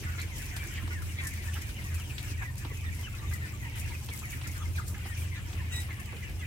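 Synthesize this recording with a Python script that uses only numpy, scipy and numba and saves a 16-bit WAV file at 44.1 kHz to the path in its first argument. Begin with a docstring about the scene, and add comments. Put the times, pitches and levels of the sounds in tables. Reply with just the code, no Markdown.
"""A big flock of young broiler chickens in a closed barn, heard from above.
From the start, fans throb low and hundreds of syrinxes blur into a chorus over crackling litter.
Near birds peep in short, mostly falling whistles and cluck hoarsely through ringing throats; all along,
feet thud and scratch, feathers rustle and beaks tap. Near the end, at 5.7 s, one bird squeals."""
import sys
import numpy as np
from scipy import signal
from scipy.fft import rfft, irfft, next_fast_len
from scipy.io import wavfile
from scipy.ndimage import uniform_filter1d
from numba import njit

SR = 44100
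rng = np.random.default_rng(int(sys.argv[2]) if len(sys.argv) > 2 else 0)


def transcribe(signal):
    """Save signal, clipped to [-1, 1], as a 16-bit WAV file at the path in sys.argv[1]."""
    frames = np.atleast_2d(signal).T
    limited = np.clip(frames, -1, 1)
    pcm = np.round(limited * 32767).astype(np.int16)
    wavfile.write(sys.argv[1], SR, pcm)


N = 284886
TIME = np.arange(N) / SR


def undb(db):
    """Decibels to gain."""
    return 10 ** (np.asarray(db) / 20)


def unit(x):
    """Scale to rms 1."""
    return x / np.sqrt(np.mean(x ** 2) + 1e-20)


def curve(rows):
    """An automation line through (t/s, value) breakpoints."""
    return np.interp(TIME, *np.transpose(rows))


def walk(rate, size=N):
    """Smooth random modulation with a spread near 1 that turns rate times a second."""
    hold = max(int(SR / rate), 2)
    held = np.repeat(rng.standard_normal(size // hold + 2), hold)
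    return 1.26 * uniform_filter1d(uniform_filter1d(held, hold), hold)[:size]


def colour(x, points):
    """EQ a sound through (f/Hz, gain/dB) points, then scale to rms 1."""
    hz, db = np.transpose(points)
    size = next_fast_len(N + SR // 8, True)
    bins_hz = np.maximum(np.fft.rfftfreq(size, 1 / SR), 1)
    gain = undb(np.interp(np.log(bins_hz), np.log(hz), db))
    return unit(irfft(rfft(x, size) * gain, size)[..., :N])


def resonate(x, hz, width_hz):
    """A resonance with gentle skirts."""
    edges = np.clip([hz - width_hz / 2, hz + width_hz / 2], 30, SR / 2 - 100)
    return signal.lfilter(*signal.butter(2, edges, "band", fs=SR), x)


def stereo_noise(side_db, size=N):
    """Mid/side noise; side_db sets the width."""
    mid, side = rng.standard_normal((2, size))
    return unit(mid + undb(side_db) * side * np.array([[1], [-1]]))


def panned(pan_db):
    """Channel gains for a pan, which is always left minus right in dB."""
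    return undb(np.array([[pan_db], [-pan_db]]) / 2)


def add(out, sound, s, pan_db=0):
    """Place a sound at time s; it reaches the louder side a little earlier."""
    lag = int(8 * np.tanh(pan_db / 3))
    for channel, side in enumerate((1, -1)):
        start = max(int(s * SR) - side * lag, 0)
        part = np.broadcast_to(sound, (2, sound.shape[-1]))[channel, :max(N - start, 0)]
        out[channel, start:start + len(part)] += part * undb(side * pan_db / 2)


def barn(x, early_db=4.5, early_s=0.014, t60_s=0.39, treble_t60_s=0.27):
    """Early reflections off floor and rails, then the tail of walls and roof; the treble dies first."""
    t = np.arange(SR // 2) / SR
    noise = rng.standard_normal((2, len(t)))
    low = signal.lfilter(*signal.butter(2, 3500, fs=SR), noise)
    tail = low * undb(-60 * t / t60_s) + (noise - low) * undb(-60 * t / treble_t60_s)
    response = tail * (1 + undb(early_db) * np.exp(-t / early_s)) * (t > .003)
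    return signal.fftconvolve(x, unit(response) / np.sqrt(len(t)), axes=1)[:, :N]


def bounced(call, bounce_db=-4.5, decay_s=0.0083):
    """Short paths via floor, rails and feeders break a call up at each ear but keep its energy."""
    t = np.arange(SR // 30) / SR
    scatter = unit(rng.standard_normal((2, len(t))) * np.exp(-t / decay_s))
    paths = scatter * undb(bounce_db) / np.sqrt(len(t))
    paths[:, 0] = 1  # the direct path
    heard = signal.fftconvolve(call[None], paths, axes=1)
    return heard * np.sqrt(np.sum(call ** 2) / np.sum(heard ** 2, axis=1, keepdims=True))


def fan_tone(hz, drift_hz=0.715):
    """The hum of a fan or motor, wavering in pitch and slightly different at each ear."""
    phase = 2 * np.pi * (rng.random() + np.cumsum(hz + drift_hz * walk(7)) / SR)
    return np.sqrt(2) * np.sin(phase + 0.16 * walk(11) * np.array([[1], [-1]]))


def ventilation(fan_hz=84.63, flutter_db=0.6):
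    """The low bed: a throbbing fan tone, weaker hums and the rumble of moving air."""
    # slow throb of the main fan tone: t/s, level/dB
    throb = [(0.0, -41), (0.07, -35.5), (0.7, -45), (0.77, -35), (1.2, -40), (1.58, -35.5), (1.71, -57),
             (1.96, -30.5), (2.19, -57), (2.28, -36), (2.59, -45), (2.91, -33), (3.18, -52.5), (3.27, -33),
             (3.54, -45.5), (3.89, -39), (4.08, -54.5), (4.77, -32.5), (4.82, -44), (5.29, -33),
             (5.34, -41), (5.76, -35), (6.1, -48.5), (6.46, -38.5)]
    # weaker fan and motor tones: f/Hz, level/dB
    hums = [(43, -57), (60.3, -52.5), (70.5, -56), (77.7, -48.5), (100.4, -52.5), (110.6, -46.5),
            (128, -56.5), (130.5, -51), (171, -63.5), (211, -63)]
    # spectrum of the moving air: f/Hz, gain/dB
    air_eq = [(22, -38), (36, -4), (52, 1.5), (85, 0), (125, -5.5), (150, -8), (205, -11.5), (250, -18),
              (300, -14), (390, -21), (480, -25.5), (700, -29.5), (1500, -37.5), (4000, -42)]
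    main = fan_tone(fan_hz) * undb(curve(throb) + flutter_db * walk(14))
    others = sum(fan_tone(hz) * undb(db + 2 * walk(4.06)) for hz, db in hums)
    air = undb(-42.5) * colour(stereo_noise(-12.5) * undb(1.4 * walk(25)), air_eq)
    draught = undb(-52) * unit(resonate(rng.standard_normal((2, N)), 73.6, 53))  # separate at each ear
    return (main + others + air + draught) * panned(-0.37)


def whistle(length, start_hz, end_hz, rasp, overtone_db, rasp_hz=170.8, swing_rad=1.18, depth=0.61):
    """One note of the syrinx: the pitch glides fast, then levels off; uneven flutter makes it raspy."""
    size = int(max(length, .01) * SR)
    progress = np.arange(size) / size
    glide_hz = end_hz + (start_hz - end_hz) * (1 - progress) ** 1.39
    hz = glide_hz * (1 + .014 * walk(450, size))
    flutter_cycles = rng.random() + np.cumsum(rasp_hz * (1 + 0.34 * walk(255, size))) / SR
    flutter = rasp * np.sin(2 * np.pi * flutter_cycles)
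    phase = 2 * np.pi * np.cumsum(hz) / SR + swing_rad * flutter
    swell = np.sin(np.pi * progress) ** 0.39 * undb(2.8 * walk(194, size)) * (1 + depth * flutter)
    return unit(swell * (np.sin(phase) + undb(overtone_db) * np.sin(2 * phase)))


def far_birds(count, pitch_hz, spread, scatter_db, longest_s, glide):
    """Many birds calling at random, each with its own pitch, fall, distance and direction."""
    out = np.zeros((2, N))
    calls = zip(rng.random((count, 4)), rng.standard_normal((count, 2)))
    for (when, long, fall, near), (voice, side) in calls:
        hz = pitch_hz * np.exp(spread * np.clip(voice, -2, 2))
        drop = 1 + glide * (0.31 + fall)
        note = whistle(longest_s * (.4 + .6 * long), hz * drop, hz / drop, rasp=.2, overtone_db=-24)
        add(out, undb(scatter_db * near) * note, when * N / SR, .5 + 2.9 * side)
    return unit(out)


def flock(restless_db=1.8, wash_db=-5.5, direct_db=-3, echo_db=-6.5):
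    """Peeps, quick chips and lower notes from all over the floor; the farthest merge into a wash."""
    # fader of the chatter, steady but for a few short lulls: t/s, level/dB
    chatter = [(0, -50.5), (.93, -50), (1.04, -57), (1.2, -50), (2.45, -52), (2.54, -64), (2.62, -52),
               (3.95, -50.5), (4.03, -56.5), (4.12, -52.5), (4.78, -53.5), (4.87, -62), (4.97, -50.5),
               (6.27, -51), (6.36, -58.5), (6.42, -48.5)]
    # spectrum of the farthest voices: f/Hz, gain/dB
    chorus_eq = [(600, -4), (980, 4.5), (1250, -11), (1600, -2), (1950, -5), (2500, 7), (3000, 7.5),
                 (3700, -1.5), (6000, -18)]
    peeps = far_birds(count=720, pitch_hz=2261, spread=.15, scatter_db=.5, longest_s=.075, glide=.1213)
    chips = far_birds(count=180, pitch_hz=1850, spread=.188, scatter_db=3, longest_s=.0279, glide=.169)
    lows = far_birds(count=150, pitch_hz=1042, spread=.18, scatter_db=7, longest_s=.043, glide=.054)
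    activity = undb(curve(chatter) + restless_db * walk(18))
    birds = activity * (peeps + undb(-9.5) * chips) + undb(-63) * lows
    wash = undb(curve(chatter) + wash_db) * colour(stereo_noise(0), chorus_eq)
    return undb(direct_db) * birds + undb(echo_db) * barn(birds) + wash


def shuffling(attack_s=0.0083, release_s=0.041):
    """Envelopes of husks and of feathers: each shuffle rises, holds and fades over the flock's stir."""
    # fader of the distant rustle: t/s, level/dB
    stir = [(0.0, -51.5), (0.12, -55), (2.19, -53.5), (2.39, -57), (3.76, -57), (4.01, -52.5), (5.63, -57),
            (6.46, -56.5)]
    # a near bird shuffles its feet and shakes its feathers: t/s, length/s, husks/dB, feathers/dB
    shuffles = [(0.115, 0.12, -51, -68), (0.353, 0.17, -51.5, -50.5), (0.552, 0.24, -50.5, -61),
                (1.014, 0.13, -54, -52), (1.207, 0.053, -51, -54), (1.328, 0.062, -49, -62),
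                (1.424, 0.068, -51, -55), (1.53, 0.063, -49, -51), (1.61, .03, -48, -49),
                (1.67, 0.048, -52, -52), (1.835, 0.046, -57, -51), (1.937, 0.074, -60, -52),
                (2.067, 0.06, -53, -58), (2.175, .05, -48, -63), (2.222, .11, -48, -54),
                (2.417, 0.055, -57, -54), (2.563, 0.074, -51.5, -59), (2.732, 0.048, -56, -52),
                (2.92, 0.069, -50.5, -63), (2.985, 0.051, -53, -52), (3.144, 0.037, -51, -62),
                (3.288, 0.1, -55.5, -53), (3.424, 0.091, -53, -60), (3.61, 0.051, -60, -53.5),
                (3.75, 0.072, -48.5, -49), (3.87, 0.1, -52, -54), (4.12, 0.076, -52.5, -47.5),
                (4.295, 0.079, -51.5, -49), (4.5, 0.081, -64, -51), (4.746, 0.064, -48.5, -53),
                (4.86, .07, -51.5, -51), (5.056, 0.063, -57, -49.5), (5.166, 0.088, -50.5, -48),
                (5.465, 0.088, -56, -64), (5.714, 0.14, -48.5, -51)]
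    husk_power = undb(curve(stir) + 2.5) ** 2
    feather_power = undb(curve(stir) - 5.5) ** 2
    for s, length, husks_db, feathers_db in shuffles:
        attack = np.clip((TIME - s) / attack_s, 0, 1)
        release = np.clip((s + length - TIME) / release_s + .5, 0, 1)
        husk_power += (undb(husks_db) * attack * release) ** 2
        feather_power += (undb(feathers_db) * attack * release) ** 2
    return np.sqrt(husk_power), np.sqrt(feather_power)


def snaps(count=260, decay_s=0.00062):
    """Single dry husks and quills snap underfoot: tiny ticks, a few of them much louder."""
    out, t = np.zeros((2, N)), np.arange(SR // 200) / SR
    for when, force, side in rng.random((count, 3)):
        tick = stereo_noise(0, len(t)) * np.exp(-t / decay_s)
        add(out, undb(18 * force) * tick, when * N / SR, 8 * (side - .5))
    return unit(resonate(out, 10800, 13000))


def litter(flicker_db=0.72, patchy_db=3.5):
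    """Dry husks rustle in ever-shifting colours and feathers hiss; snaps ride on both."""
    # spectrum of the husks: f/Hz, gain/dB
    husk_eq = [(300, -2.5), (900, -4), (2500, 1), (4200, -4), (5600, 0), (8500, -1.5), (10500, -7),
               (12000, -6.5), (15500, -10)]
    # spectrum of the feathers: f/Hz, gain/dB
    feather_eq = [(5000, -12), (8500, -3.5), (10500, -2), (13000, -5), (15500, -6.5)]
    flicker = undb(flicker_db * walk(70))
    rustle = stereo_noise(1) * flicker
    edges_hz = np.linspace(150, 16500, num=15)
    bands = np.zeros((2, N))
    for k, (low, high) in enumerate(zip(edges_hz, edges_hz[1:])):
        band = resonate(rustle, (low + high) / 2, high - low)
        bands += band * undb(patchy_db * walk(55)) * (-1) ** k  # flipped so neighbours do not cancel
    husk_gain, feather_gain = shuffling()
    husks = colour(bands, husk_eq) * husk_gain * panned(4)
    feathers = colour(stereo_noise(1) * flicker, feather_eq) * feather_gain * panned(-2)
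    return undb(-0.37) * (husks + feathers) + undb(-10) * snaps() * np.hypot(husk_gain, feather_gain)


def steps(decay_s=0.014, rise_s=0.00063):
    """Heavy birds land and bump on the packed floor: dull, short thuds."""
    # soft footfalls and bumps: t/s, peak/dB, boom/Hz
    footfalls = [(0.011, -42.5, 340), (.172, -44, 367), (.235, -43, 373), (.66, -40.5, 330),
                 (0.75, -42, 260), (0.831, -38, 285), (1.58, -44, 304), (2.311, -43, 220),
                 (2.651, -39, 318), (2.713, -41.5, 352), (3.432, -46, 343), (4.092, -39.5, 315),
                 (4.347, -42.5, 288), (5.056, -43, 300), (5.54, -41.5, 310), (6.129, -43, 402)]
    out, t = np.zeros((2, N)), np.arange(SR // 8) / SR
    envelope = np.exp(-t / decay_s) * (1 - np.exp(-t / rise_s))
    for s, db, hz in footfalls:
        thud = resonate(stereo_noise(-14, len(t)), hz, 0.37 * hz) * envelope
        add(out, undb(db) * thud / np.abs(thud).max(), s)
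    return out


def scratches(decay_s=0.0087, rise_s=0.0021, husk_hz=7500):
    """A claw flicks through the litter: a brief gritty burst in which one husk rings."""
    # claw strokes: t/s, level/dB, pan/dB
    flicks = [(0.214, -37, 1.5), (0.38, -38, -2), (0.5622, -34.5, -1.5), (1.018, -45, 6), (1.234, -41, 1),
              (1.247, -37.5, -1.5), (1.268, -31.5, 1.5), (1.286, -41, 0.5), (1.8404, -44, 0.5),
              (1.942, -39, 2), (2.579, -42, 10), (2.77, -44, 3), (2.945, -45, 11), (3.335, -37.5, 3.5),
              (3.7944, -38, 6), (4.1275, -46, 4), (4.189, -38, 4.5), (4.4705, -34.5, 3.5),
              (4.8784, -36, -1.5), (5.178, -57, 3), (5.206, -47, 5), (5.8, -38.5, 1), (5.997, -43, -5.5)]
    out, t = np.zeros((2, N)), np.arange(SR // 16) / SR
    envelope = np.exp(-t / decay_s) * (1 - np.exp(-t / rise_s))
    for s, db, pan_db in flicks:
        grit = stereo_noise(0, len(t)) * undb(1.6 * walk(1500, len(t)))
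        husk = unit(resonate(grit, husk_hz * rng.uniform(0.75, 1.38), 1500))
        scrape = unit(resonate(resonate(grit, 9100, 9600), 9100, 9600))
        add(out, undb(db) * (scrape + undb(-11.5) * husk) * envelope, s, pan_db)
    return out


def beak_taps(knock_hz=960, click_hz=3170, decay_s=0.0096):
    """Beak blows: a dull knock and a click, both quickly damped."""
    # pecks at feeders and floor: t/s, knock/dB, click/dB
    pecks = [(.565, -44, -42), (.875, -44, -45), (2.181, -59, -36), (2.649, -40, -42.5), (3.027, -48, -60),
             (4.087, -42.5, -39.5), (4.413, -45.5, -44), (5.055, -44, -60), (5.378, -51, -47),
             (5.53, -46, -44.5), (6.126, -44.5, -55), (6.164, -58, -49)]
    out, t = np.zeros((2, N)), np.arange(SR // 12) / SR
    for s, knock_db, click_db in pecks:
        blow = stereo_noise(-1.6, len(t))
        knock = undb(knock_db) * unit(resonate(blow, knock_hz, 700))
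        click = undb(click_db) * unit(resonate(blow, click_hz, 2100))
        add(out, (knock + click) * np.exp(-t / decay_s), s)
    return out


@njit
def throat(x, hz, width_hz):
    """A swept band-pass: the resonance moves as the beak opens and closes."""
    out, band_state, low_state = np.empty(len(x)), 0., 0.
    for i in range(len(x)):
        tuning, damping = np.tan(np.pi * hz[i] / SR), width_hz / hz[i]
        band = (band_state + tuning * (x[i] - low_state)) / (1 + tuning * (tuning + damping))
        band_state = 2 * band - band_state
        low_state += 2 * tuning * band
        out[i] = damping * band
    return out


def clucks(voice_hz=420, jitter=.07, breathy=0.032, fall=.14):
    """Uneven pulses of the syrinx, sinking in pitch, ring a throat whose resonance slides."""
    # hoarse calls: t/s, length/s, resonance start/Hz, resonance end/Hz, base width/Hz, level/dB
    calls = [(0.026, .032, 2100, 1850, 890, -46.5), (0.081, 0.058, 2120, 1850, 500, -53.5),
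             (0.175, 0.037, 1690, 1890, 1500, -44), (0.182, 0.048, 4000, 4270, 700, -51),
             (0.206, .045, 2120, 2290, 1000, -50), (0.733, 0.073, 2960, 2820, 600, -50.5),
             (0.794, .05, 1360, 1100, 600, -54), (.9, 0.042, 2310, 2150, 800, -50),
             (1.168, .05, 3650, 3370, 696, -50.5), (1.197, 0.084, 1310, 1140, 500, -54.5),
             (1.198, .09, 2280, 1950, 700, -54), (1.528, 0.042, 2630, 3100, 600, -47),
             (1.552, 0.035, 1690, 1390, 900, -46), (1.971, 0.048, 1430, 1280, 700, -54),
             (2.409, 0.033, 1820, 1620, 500, -41.5), (2.415, 0.028, 2300, 2400, 400, -48),
             (2.406, 0.038, 970, 930, 150, -48.5), (2.838, .02, 1400, 1280, 500, -54),
             (3.31, 0.025, 1700, 1400, 800, -49), (3.736, 0.052, 2700, 2450, 1000, -53.5),
             (4.217, 0.023, 1200, 1100, 300, -50.5), (4.329, .019, 2200, 1950, 700, -44),
             (4.432, 0.024, 1850, 2470, 600, -46.5), (4.448, 0.029, 2200, 1450, 700, -46),
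             (4.546, 0.038, 1830, 1430, 500, -48.5), (4.595, 0.05, 1260, 1130, 330, -51),
             (4.77, 0.023, 2450, 1700, 600, -49), (4.941, 0.019, 2250, 1450, 800, -46),
             (5.035, 0.046, 2350, 1500, 1000, -52), (5.338, 0.081, 2050, 1500, 900, -49.5),
             (5.348, 0.031, 3950, 3600, 500, -54.5), (5.885, 0.053, 1650, 2300, 700, -49)]
    out = np.zeros((2, N))
    birds = rng.standard_normal((len(calls), 2))
    for (s, length, start_hz, end_hz, width_hz, db), (voice, side) in zip(calls, birds):
        size = int(length * SR)
        progress = np.arange(size) / size
        pitch_hz = voice_hz * (1 - fall * progress) * (1 + .1 * voice + jitter * walk(600, size))
        cycles = np.cumsum(pitch_hz) / SR
        pulses = np.diff(np.floor(cycles), prepend=0) * undb(2 * walk(310, size))
        source = pulses + breathy * rng.standard_normal(size)
        formant_hz = start_hz + (end_hz - start_hz) * progress
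        stage_width_hz = 1.35 * width_hz  # wider, as two passes narrow the band
        voiced = throat(throat(source, formant_hz, stage_width_hz), formant_hz, stage_width_hz)
        call = unit(voiced * np.sin(np.pi * progress) ** 0.59)
        add(out, undb(db) * bounced(call), s, 0.27 + 1.8 * side)
    return out


def squeal():
    """A strained cry that arches in pitch; the syrinx shakes and the throat favours the even partials."""
    # contour of the cry: t/s, f/Hz, level/dB
    contour = [(5.714, 1900, -56), (5.729, 1946, -42), (5.752, 1940, -39.5), (5.778, 1914, -39.5),
               (5.80, 1930, -43), (5.825, 1900, -56)]
    # its partials: multiple of the pitch, relative level/dB
    partials = [(1, -5), (2, -2), (3, -16), (4, -6)]
    out = np.zeros((2, N))
    s, hz, db = np.transpose(contour)
    t = np.arange(s[0], s[-1], 1 / SR)
    shake = 1 + .022 * walk(700, len(t))
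    phase = 2 * np.pi * np.cumsum(np.interp(t, s, hz) * shake) / SR
    cry = sum(undb(part_db + 2.5 * walk(275, len(t))) * np.sin(k * phase) for k, part_db in partials)
    add(out, bounced(unit(cry) * undb(np.interp(t, s, db))), s[0], pan_db=1)
    return out


def near_peeps(trim_db=0.05):
    """The lead voices: birds close by whistle short peeps, clear or hoarse."""
    # peeps: t/s, length/s, start f/Hz, end f/Hz, level/dB, pan/dB, rasp (0-1)
    peeps = [(.031, 0.052, 2500, 1916, -49, 2.5, .3), (0.062, 0.055, 1497, 1460, -48, -3.5, 0.7),
             (0.119, 0.042, 1792, 1356, -48.5, 3, 0.6), (0.158, 0.063, 2420, 1950, -49, 3.5, 0.6),
             (0.202, 0.062, 2580, 2124, -51, -1, 0.6), (.294, 0.057, 2500, 1920, -52.5, 2, .1),
             (0.35, .035, 3400, 2980, -55, 1.5, .2), (0.435, 0.049, 2750, 2280, -59, -1, 0.3),
             (0.521, 0.055, 1556, 1514, -52.5, 1, 0.5), (0.596, 0.034, 2350, 2300, -48, 4.5, .3),
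             (0.614, 0.05, 1885, 1600, -50, -2, 0.9), (0.705, 0.033, 3110, 2800, -57, 6, .5),
             (0.755, 0.054, 2350, 1793, -45.5, 0.5, 0.6), (0.9, 0.05, 2296, 2040, -45.5, 3.5, 0.8),
             (0.907, 0.024, 1510, 1430, -47, 2.5, .2), (0.946, 0.048, 1980, 1660, -46.5, 1, 0.15),
             (0.999, 0.015, 1050, 980, -56, 4, 0.4), (1.02, 0.014, 1480, 1210, -50, 2, .3),
             (1.083, 0.037, 3270, 2690, -54.5, 5, .3), (1.186, 0.035, 2197, 2050, -39.5, 3.5, 1),
             (1.223, 0.07, 1950, 1728, -44.5, 1.5, 0.6), (1.311, 0.04, 2420, 1896, -50.5, 1, 0.1),
             (1.36, 0.057, 2450, 1965, -50, 4, 0.4), (1.474, 0.032, 1776, 1740, -48, 11, 0.2),
             (1.568, 0.056, 1885, 2140, -52, 4.5, 0.1), (1.753, 0.031, 2980, 2880, -51.5, 3, 0.5),
             (1.771, 0.046, 2340, 1860, -49, 2.5, .1), (1.846, 0.044, 1973, 1870, -50.5, 7, 0),
             (1.937, 0.058, 2700, 2330, -52.5, 1, .2), (1.989, 0.048, 3400, 2460, -51, 4, 0.2),
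             (2.041, 0.034, 3400, 2940, -54, 3.5, .1), (2.093, 0.041, 2790, 2430, -48, 4.5, 1),
             (2.279, 0.08, 2870, 2250, -52.5, 0, 0.5), (2.308, 0.029, 1790, 1720, -52.5, 2, .2),
             (2.375, 0.041, 2650, 2400, -54, 3, 0.3), (2.376, 0.034, 1940, 1826, -48.5, 9, 0.2),
             (2.443, 0.062, 2024, 1807, -46.5, 2, 0.1), (2.7, 0.046, 2110, 1890, -54, 1, 0.3),
             (2.7, 0.025, 1140, 1120, -56, 8, 0.3), (2.838, 0.061, 2114, 1803, -46, -3.5, 0.5),
             (2.853, 0.036, 3900, 3420, -55, 2, .2), (2.907, 0.042, 2520, 2090, -50, -1.5, 0.2),
             (2.985, 0.031, 2150, 2040, -49, 4, 0.1), (3.026, 0.062, 3330, 2640, -48, 4, 0.3),
             (3.065, 0.025, 1860, 1326, -49, 1.5, 0.5), (3.126, 0.03, 2660, 2480, -50, 2.5, 0.4),
             (3.132, 0.014, 1500, 1350, -53, 2, 0.1), (3.175, 0.032, 4050, 3730, -56, 1.5, .3),
             (3.214, 0.038, 1247, 1135, -51.5, 6, 0.4), (3.27, 0.022, 3760, 3580, -55, 1.5, .2),
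             (3.324, 0.044, 2140, 1850, -46, 11, 0.1), (3.405, 0.06, 1880, 1787, -44.5, 3.5, 0.6),
             (3.464, .048, 2580, 2130, -52, 6, 0.9), (3.53, .025, 1220, 1140, -52.5, 3, 0.4),
             (3.54, 0.037, 2480, 2150, -57, 3, .2), (3.595, 0.081, 2210, 1760, -50, 1.5, 0.3),
             (3.641, 0.047, 997, 910, -56.5, 1.5, .1), (3.645, 0.037, 2113, 1864, -47.5, 1.5, 0.4),
             (3.666, 0.048, 2670, 2160, -52, 2.5, 0.3), (3.813, 0.038, 2770, 2095, -50.5, 1, 0.2),
             (3.839, 0.022, 2910, 2615, -49, 3.5, .2), (3.897, 0.031, 1010, 905, -52, -4, .1),
             (3.91, 0.035, 2400, 1920, -49.5, -0.5, 0.6), (3.941, 0.02, 2810, 2415, -46, .5, 0.3),
             (4.108, 0.046, 2354, 2055, -46.5, 1.5, 0.3), (4.224, 0.047, 2680, 2020, -47.5, 4, 0),
             (4.243, 0.043, 1933, 1888, -49, -2.5, 0), (4.312, 0.027, 2440, 2210, -48, 0, 0.5),
             (4.488, 0.025, 2215, 2120, -50, 1.5, .2), (4.612, 0.033, 1406, 1130, -55, 5, 0.6),
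             (4.613, 0.042, 3450, 3100, -54, 2, .3), (4.646, 0.03, 2250, 2030, -50, 3, .2),
             (4.736, 0.038, 2680, 2330, -51, -1, 0.4), (4.775, 0.03, 1910, 1160, -39.5, 2.5, 0.34),
             (4.81, 0.032, 2110, 2060, -54.5, 0.5, 0.2), (4.96, 0.033, 2160, 1950, -61, -3, 0.1),
             (4.999, 0.055, 1545, 1504, -58, 1, 0), (5.085, 0.058, 1960, 1790, -50.5, 13, 0),
             (5.128, 0.068, 3350, 2570, -55, 3, .2), (5.16, 0.027, 2520, 2286, -49, -0.5, .3),
             (5.207, 0.024, 2530, 2350, -52, 5, 0.1), (5.25, 0.061, 2790, 2290, -56.5, 4, 0.4),
             (5.314, 0.051, 2160, 1966, -48, 7, .4), (5.561, 0.026, 2880, 2490, -50, 4.5, 0.1),
             (5.576, 0.038, 2165, 1780, -52, 1, 0.6), (5.606, 0.027, 1047, 930, -55, 1, .2),
             (5.702, 0.062, 2980, 2430, -48, 2, 0.9), (5.884, .025, 1124, 1030, -53, 2.5, 0.6),
             (5.897, 0.052, 2170, 1934, -50, 7, 0.3), (5.971, 0.038, 1180, 1070, -57, 2, 0.5),
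             (5.976, 0.055, 3050, 2445, -56, 2.5, 0.1), (5.983, 0.045, 1880, 1725, -52, 5, .1),
             (6.223, 0.017, 2260, 1900, -46, -0.5, 0), (6.227, 0.06, 3100, 2620, -54, 3.5, 0.5),
             (6.277, 0.038, 2420, 2070, -51, 2.5, 0.4), (6.392, 0.027, 3480, 3370, -57, 2.5, .1),
             (6.408, 0.037, 2194, 1930, -47.5, 0.5, 0.1)]
    out = np.zeros((2, N))
    for s, length, start_hz, end_hz, db, pan_db, rasp in peeps:
        note = whistle(length, start_hz, end_hz, rasp, overtone_db=-23)
        add(out, undb(db + trim_db) * bounced(note), s, pan_db)
    return out


def scene():
    """Near sounds with their echo, over the flock, the litter and the fans."""
    voices = near_peeps() + squeal() + clucks()
    contacts = beak_taps() + scratches() + steps()
    # taps, scratches and thuds echo through the barn a little more than the voices
    send = undb(-10) * voices + undb(-7) * contacts
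    return voices + contacts + barn(send, early_db=0) + flock() + litter() + ventilation()


def record(dry, low_cut_hz=37, high_cut_hz=15850):
    """Steep filters cut the deepest bass and the top."""
    dry = signal.sosfilt(signal.butter(8, low_cut_hz, "high", fs=SR, output="sos"), dry)
    return signal.sosfilt(signal.ellip(10, .2, 80, high_cut_hz, fs=SR, output="sos"), dry)


dry = scene()
out = record(dry)
transcribe(out)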